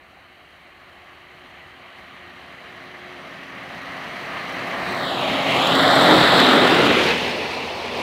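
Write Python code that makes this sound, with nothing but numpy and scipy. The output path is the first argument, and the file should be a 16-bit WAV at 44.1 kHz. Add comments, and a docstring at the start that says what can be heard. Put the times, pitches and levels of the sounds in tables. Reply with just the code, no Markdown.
"""Straight track through open fields: a small diesel rail trolley comes down it, passes and leaves. Wheels and
rails: noise shaped by broad lifts, with rattle and knocks; a family of dips slides through the roar while
abreast. Engine: sines on multiples of a firing rate that drops in pitch on passing. Fields: faint steady noise
and a wavering low hum."""
import sys
import numpy as np
from scipy import signal
from scipy.io import wavfile
from scipy.ndimage import uniform_filter1d

SR = 44100
rng = np.random.default_rng(int(sys.argv[2]) if len(sys.argv) > 2 else 0)


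def materialize(psi):
    """Save the field psi as 16-bit PCM at rate SR to the path in sys.argv[1].

    A 1-D psi becomes a single channel; in a 2-D psi each row is a channel.
    """
    bounded = np.clip(np.atleast_2d(psi).T, -1, 1)
    quanta = np.round(bounded * 32767).astype(np.int16)
    wavfile.write(sys.argv[1], SR, quanta)


N = 353682  # samples
HOP = 256  # samples between short-time spectra
WINDOW = 8 * HOP  # samples

# roar level over 400-5000 Hz: (time [s], level [dB])
ROAR_LEVEL = [(0.0, -50.5), (1.8, -44.5), (3.39, -38.5), (4.8, -27), (4.93, -25.5), (5.25, -23.5),
              (5.3, -21), (5.45, -22), (5.5, -19), (6.08, -12.5), (6.59, -13), (6.86, -16.5), (7.12, -17.5),
              (7.16, -22), (7.3, -24), (7.73, -29), (7.91, -28.5), (8.02, -25)]
# hiss above 5 kHz re roar: (far off [dB], ahead [dB], abreast [dB], behind [dB])
HISS_RE_ROAR_DB = (-23.5, -22, -22.5, -17)


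def gain_of(db):
    """dB to amplitude gain."""
    return 10 ** (np.asarray(db) / 20)


def evened(x):
    """Scales to rms 1."""
    return x / np.sqrt(np.mean(x ** 2) + 1e-20)


def read(points, hz):
    """Interpolates a spectrum on a log-frequency axis."""
    f, value = np.transpose(points)
    return np.interp(np.log(hz + 1), np.log(f + 1), value)


def columns(rows, t):
    """Interpolates each column of a curve table at times t; end rows hold."""
    s, *values = np.transpose(rows)
    return [np.interp(t, s, v) for v in values]


def bell(x, centre, width):
    """Gaussian of height 1; width is taken at half height."""
    return np.exp(-4 * np.log(2) * ((x - centre) / width) ** 2)


def bumps_db(rows, hz):
    """Sums bell-shaped spectral lifts in dB."""
    return sum(lift_db * bell(hz, centre_hz, width_hz) for centre_hz, width_hz, lift_db in rows)


def wander(smooth_s):
    """Smoothed random drift of rms 1."""
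    size = max(round(smooth_s * SR), 1)
    once = uniform_filter1d(rng.standard_normal(N), size)
    return evened(uniform_filter1d(once, size))


def grid():
    """Frequencies (column) and times of the short-time spectra."""
    hz = np.fft.rfftfreq(WINDOW, 1 / SR)[:, None]
    return hz, np.arange(N // HOP + 12) * HOP / SR


def shaped(x, gain):
    """Filters x by a gain over frequency and time."""
    size = dict(nperseg=WINDOW, noverlap=WINDOW - HOP)
    z = signal.stft(x, **size)[2]
    return signal.istft(z * gain[:, :z.shape[1]], **size)[1][:N]


def by_angle(t, far, ahead, abreast, behind):
    """Blends four values as the view of the trolley turns."""
    # far to ahead, ahead to abreast, abreast to behind: (start [s], end [s])
    turn_spans = [(1.8, 3.1), (4.9, 6.3), (6.7, 7.25)]
    near, past, gone = (np.interp(t, span, [0, 1]) for span in turn_spans)
    approach = (1 - near) * far + near * ahead
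    return (1 - past) * approach + (past - gone) * abreast + gone * behind


def view_colour_db(hz, t):
    """Roar spectrum by viewing angle: broad lifts ahead, frame and axle resonances abreast."""
    # roar spectrum before levelling, by view: (frequency [Hz], density [dB per Hz])
    far = [(15, -60), (30, -20), (80, -10.5), (200, -10), (450, -9.5), (1100, 0.5), (2100, -4), (2600, -6),
           (3150, -4), (3480, -12), (4000, -6), (4500, -12.5), (5200, -32.5), (7400, -37), (15800, -48)]
    ahead = [(15, -70), (30, -26.5), (170, -1.5), (450, -8.5), (1000, -4), (1900, -6.5), (2500, -10),
             (3150, -11), (3480, -15.5), (4000, -12), (4600, -18), (5200, -28), (7400, -37), (15800, -46.5)]
    abreast = [(15, -61), (25, -21), (59, -33), (133, -14), (222, -10), (261, -10.5), (371, -8), (691, 1),
               (929, -1), (1320, -1.5), (1980, -12), (2660, -9), (3680, -10), (5820, -29), (15800, -47)]
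    behind = [(15, -69), (25, -42), (70, -17), (110, -14), (235, -7), (269, -13), (414, 0), (513, -2),
              (981, -1.5), (1320, -6), (2590, -5), (3300, -11), (4210, -10.5), (7220, -34.5),
              (15800, -47.5)]
    # broad lifts while the trolley is ahead; the top two are thin airy bands above 9 kHz: (centre [Hz], width
    # [Hz], lift [dB])
    ahead_lifts = [(672, 300, 7.5), (1172, 264, 6), (1960, 570, 4.5), (3210, 1130, 2), (6000, 870, 2.5),
                   (9800, 330, 2), (13800, 900, 4)]
    # frame and axle resonances heard from abreast: (centre [Hz], width [Hz], lift [dB])
    frame = [(147, 21, 2), (283, 25, 4), (556, 37, 1.5), (740, 22, -0.5), (1096, 43, 3), (1383, 160, 3),
             (1775, 48, 4.5), (1976, 260, 4.5)]
    ahead_lift_db = bumps_db(ahead_lifts, hz)
    return by_angle(t, read(far, hz) + 0.78 * ahead_lift_db, read(ahead, hz) + ahead_lift_db,
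                    read(abreast, hz) + bumps_db(frame, hz), read(behind, hz))


def sliding_dips(hz, t):
    """Comb gain of dips repeating up the spectrum, and dB lift of the bright bands between them."""
    # (time [s], lowest dip [Hz], depth before treble blur [0-1], bright-band lift [dB])
    dips = [(0, 3500, 0.3, -2), (3, 3830, 0, -2), (4.75, 3500, 0.42, 0), (4.9, 3280, 0.64, 3),
            (5.0, 2900, 0.76, 3), (5.06, 2570, .9, 9.5), (5.2, 1940, .73, 3.5), (5.3, 1730, .55, 3.5),
            (5.45, 1500, 0.6, 2.5), (5.58, 1670, 0.92, 1), (5.68, 2180, .6, 7.5), (5.8, 2570, 0.9, 5.5),
            (6.0, 2710, 0.77, 6), (6.6, 2743, 0.48, 4), (6.8, 2640, 0, 1.5), (6.95, 1300, 0, 3),
            (7.3, 600, 0, 0)]
    step_hz, bright_width_hz, bright_top_hz = 3800, 1260, 3920
    dip_hz, depth, lift_db = columns(dips, t)
    depth = np.clip(depth, 0, 1) / (1 + (hz / 7000) ** 2)  # blurred in the treble
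    off_hz = (hz - dip_hz + step_hz / 2) % step_hz - step_hz / 2  # offset from nearest dip
    cut = depth * bell(off_hz, 0, 330 + 0.23 * dip_hz)
    comb = 1 - cut / (1 + (900 / (hz + 1)) ** 4)  # dips fade out in the bass
    bright_hz = np.minimum(2230 + 0.63 * dip_hz, bright_top_hz)  # lowest band follows part of the slide
    bands = sum(bell(hz, bright_hz + k * step_hz, bright_width_hz) for k in range(4))
    return comb, lift_db * bands


def ground_echo_db(hz, t):
    """Ground echo hollows a broad band of the roar, rising in pitch as the trolley leaves."""
    # (time [s], centre [Hz], depth [dB]); first row holds before its time
    hollow = [(6.85, 1006, 5.5), (7.05, 1050, 7), (7.3, 1330, 7.5), (7.7, 1590, 7), (8.02, 1640, 5.5)]
    hollow_hz, depth_db = columns(hollow, t)
    return -depth_db * bell(hz, hollow_hz, 1000)


def booms_db(hz, t, edge_s=0.062):
    """Low booms of the body, front then tail: gliding broad lifts of the roar."""
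    # (start [s], end [s], start pitch [Hz], end pitch [Hz], lift [dB])
    booms = [(4.6, 6.1, 790, 634, 3), (6.42, 6.56, 290, 300, 12), (6.5, 7.08, 324, 380, 7),
             (6.08, 6.24, 650, 680, 2.5)]
    total_db = 0
    for start_s, end_s, start_hz, end_hz, lift_db in booms:
        boom_hz = np.interp(t, [start_s, end_s], [start_hz, end_hz])
        on = np.clip(np.minimum(t - start_s, end_s - t) / edge_s + 0.5, 0, 1)
        total_db = total_db + lift_db * on * bell(hz, boom_hz, 0.8 * boom_hz)
    return total_db


def squeal_db(hz, t):
    """Faint thin wheel squeal: a narrow lift of the roar that swells and fades."""
    # (half-height start [s], half-height end [s], centre [Hz], width [Hz], lift [dB])
    squeal = (5.2, 5.7, 5300, 300, 6.7)
    start_s, end_s, centre_hz, width_hz, lift_db = squeal
    swell = bell(t, (start_s + end_s) / 2, end_s - start_s)
    return lift_db * bell(hz, centre_hz, width_hz) * swell


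def rumble_re_roar_db(t):
    """Rumble level re roar by angle, with short swells on approach and in passing."""
    # (far off [dB], ahead [dB], abreast [dB], behind [dB])
    rumble_db = (-11.5, -12, -10.5, -11)
    # (centre [s], length [s], lift [dB])
    rumble_swells = [(3.302, .8, 1.5), (6.14, .15, 2.5), (6.5, 0.17, 3), (6.85, .35, 7)]
    swell_db = sum(lift_db * bell(t, s, length_s) for s, length_s, lift_db in rumble_swells)
    return by_angle(t, *rumble_db) + swell_db


def roar_gain(patchy_db=0.94):
    """Rolling-noise gain: colour, dips and lifts, levelled in three bands, with random patches."""
    hz, t = grid()
    comb, bright_db = sliding_dips(hz, t)
    colour_db = view_colour_db(hz, t) + bright_db
    colour_db += ground_echo_db(hz, t) + squeal_db(hz, t) + booms_db(hz, t)
    gain = gain_of(colour_db) * comb

    def band_db(low_hz, high_hz):
        """Power of the coloured noise in a band."""
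        inside = (hz[:, 0] > low_hz) & (hz[:, 0] < high_hz)
        return 10 * np.log10((gain[inside] ** 2).sum(0) / len(hz))

    low = 1 / (1 + (hz / 400) ** 4)
    high = 1 / (1 + (5000 / (hz + 1)) ** 30)
    level_db = low * (rumble_re_roar_db(t) - band_db(100, 400))
    level_db += high * (by_angle(t, *HISS_RE_ROAR_DB) - band_db(5000, 15500))
    level_db -= (1 - low - high) * band_db(400, 5000)
    roar_db, = columns(ROAR_LEVEL, t)
    patches = uniform_filter1d(rng.standard_normal(gain.shape), 10, 1)  # over frames
    patches = evened(uniform_filter1d(patches, 24, 0))  # over frequency bins
    return gain * gain_of(roar_db + level_db + patchy_db * patches)


def rattle(per_s=600, decay_samples=60):
    """Chassis rattle: noise bursts at random instants, each decaying exponentially."""
    size_db = 1.6 * np.minimum(rng.exponential(1, N), 3)
    ticks = gain_of(size_db) * (rng.random(N) < per_s / SR)
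    burst = np.exp(-np.arange(400) / decay_samples)
    return evened(signal.oaconvolve(ticks, burst)[:N] * rng.standard_normal(N))


def rolling(turns, throb=0.027, jolt_db=0.62, rattle_db=-11, split_hz=4500):
    """Rough wheel-rail contact noise; chassis jolts and rattle in the treble, engine throb overall."""
    drive = rng.standard_normal(N) * gain_of(0.5 * wander(0.0089))
    fizz = rng.standard_normal(N) + 2 * gain_of(rattle_db) * rattle()
    fizz = evened(fizz * gain_of(jolt_db * wander(0.04)))
    split = signal.butter(2, split_hz, fs=SR, output="sos")
    body = signal.sosfiltfilt(split, drive)
    top = (fizz - signal.sosfiltfilt(split, fizz)) * knocks()
    # every second firing is stronger
    beat = 1 + throb * np.cos(np.pi * turns) + 0.027 * np.cos(2 * np.pi * turns)
    return shaped((body + top) * beat, roar_gain())


def firing():
    """Running count of engine firings as heard: Doppler crowds them on approach, stretches them after."""
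    # (firing rate [Hz], speed [share of speed of sound], closest [s], time to cover distance to track [s])
    pass_by = (85.6, .0537, 6.55, 0.3475)
    rate_hz, speed, closest_s, reach_s = pass_by
    along_s = np.arange(N) / SR - closest_s
    receding = along_s / np.hypot(along_s, reach_s)
    return np.cumsum(rate_hz * (1 - speed * receding)) / SR


def engine(turns, waver_db=1.7, smear=0.13):
    """Exhaust hum: sines on firing-rate multiples, wavering in level and phase in the moving air."""
    # (multiple of firing rate, level re roar far off [dB], ahead [dB], abreast [dB], behind [dB])
    orders = [(1, -35, -41, -38, -24.5), (1.5, -32, -28, -29.5, -33), (2, -26, -23, -26, -25),
              (3, -22.5, -18.5, -14.5, -17), (3.5, -25, -33, -25, -23), (4, -16, -17.5, -29, -27),
              (5, -32, -31, -26, -26)]
    # passing lift or sag of one multiple: (centre [s], multiple, length [s], lift [dB])
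    swells = [(.5, 4, .7, -3), (1.35, 4, .5, 3), (3.052, 4, .5, 8), (3.5, 3, .7, 4.5), (4.0, 4, 0.65, -3.5),
              (4.2, 3, 0.43, -3), (4.7, 4, .3, 1), (5.35, 3, 0.44, 5.5), (5.85, 3, 0.63, 2.5),
              (6.1, 1, .2, 3), (6.148, 3.5, .2, 17.5), (6.142, 4, 0.085, 16), (6.257, 3, 0.14, -7),
              (6.469, 3, 0.13, 7), (6.783, 3, 0.083, -8), (6.8, 1, .5, 6), (6.84, 3.5, .16, 10),
              (6.94, 3, .08, 7), (7.03, 3, 0.098, -19)]
    t = np.arange(N) / SR
    roar_db, = columns(ROAR_LEVEL, t)
    smear_by_view = by_angle(t, 1.6, 1.5, 0.75, 0.9)
    out = np.zeros(N)
    for multiple, *re_roar_db in orders:
        db = roar_db + by_angle(t, *re_roar_db)
        for s, which, length_s, lift_db in swells:
            if which == multiple:
                db += lift_db * bell(t, s, length_s)
        phase = 2 * np.pi * (multiple * turns + rng.random())
        phase += smear * multiple * smear_by_view * wander(0.06)
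        out += np.sqrt(2) * gain_of(db + waver_db * wander(0.12)) * np.sin(phase)
    return out


def field(air_db=-57.5, hum_hz=77, hum_db=-67):
    """Steady faint shaped noise with a low hum wavering in level and phase."""
    # noise colour before levelling: (frequency [Hz], density [dB per Hz])
    air_colour = [(15, -44), (35, -20), (60, 0), (76, 2), (98, -30), (400, -17), (760, 2), (1000, -29),
                  (2200, -5.5), (3400, -35), (5000, -33), (15000, -31.5), (15800, -40)]
    hz, t = grid()
    gain = gain_of(read(air_colour, hz)) + 0 * t  # same in every frame
    air = gain_of(air_db) * evened(shaped(rng.standard_normal(N), gain))
    phase = 2 * np.pi * hum_hz * np.arange(N) / SR + 1.1 * wander(0.067)
    hum = np.sqrt(2) * gain_of(hum_db + 1.6 * wander(0.1)) * np.sin(phase)
    return air + hum


def knocks(decay_s=0.0029, crest_db=16):
    """Light wheel knocks: gain on the rolling treble that jumps up and decays exponentially."""
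    # (time [s], nominal peak [dB])
    knock_peaks = [(5.4416, -40), (5.6706, -20), (5.7524, -18), (5.8257, -24), (5.9355, -31), (6.0747, -26),
                   (6.1794, -26.5), (6.4004, -13), (6.4887, -29), (6.804, -35), (7.0385, -28),
                   (7.1787, -25)]
    t = np.arange(N) / SR
    lift = np.zeros(N)
    hiss_db = columns(ROAR_LEVEL, t)[0] + by_angle(t, *HISS_RE_ROAR_DB)
    for s, peak_db in knock_peaks:
        at = round(s * SR)
        lift[at] = gain_of(peak_db - crest_db - hiss_db[at])  # noise peaks stand above its rms
    return 1 + signal.lfilter([1], [1, -np.exp(-1 / (decay_s * SR))], lift)


def scene():
    """Trolley over the fields."""
    turns = firing()
    return (rolling(turns) + engine(turns) + field())[None]


def record(dry, edge_hz=15830):
    """Rounds off the loudest peaks, then limits the band."""
    soft = np.tanh(dry / 1.48) * 1.525
    lowpass = signal.firwin(1023, edge_hz, window=("kaiser", 10), fs=SR)
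    return signal.oaconvolve(soft, lowpass[None], "same")


dry = scene()
out = record(dry)
materialize(out)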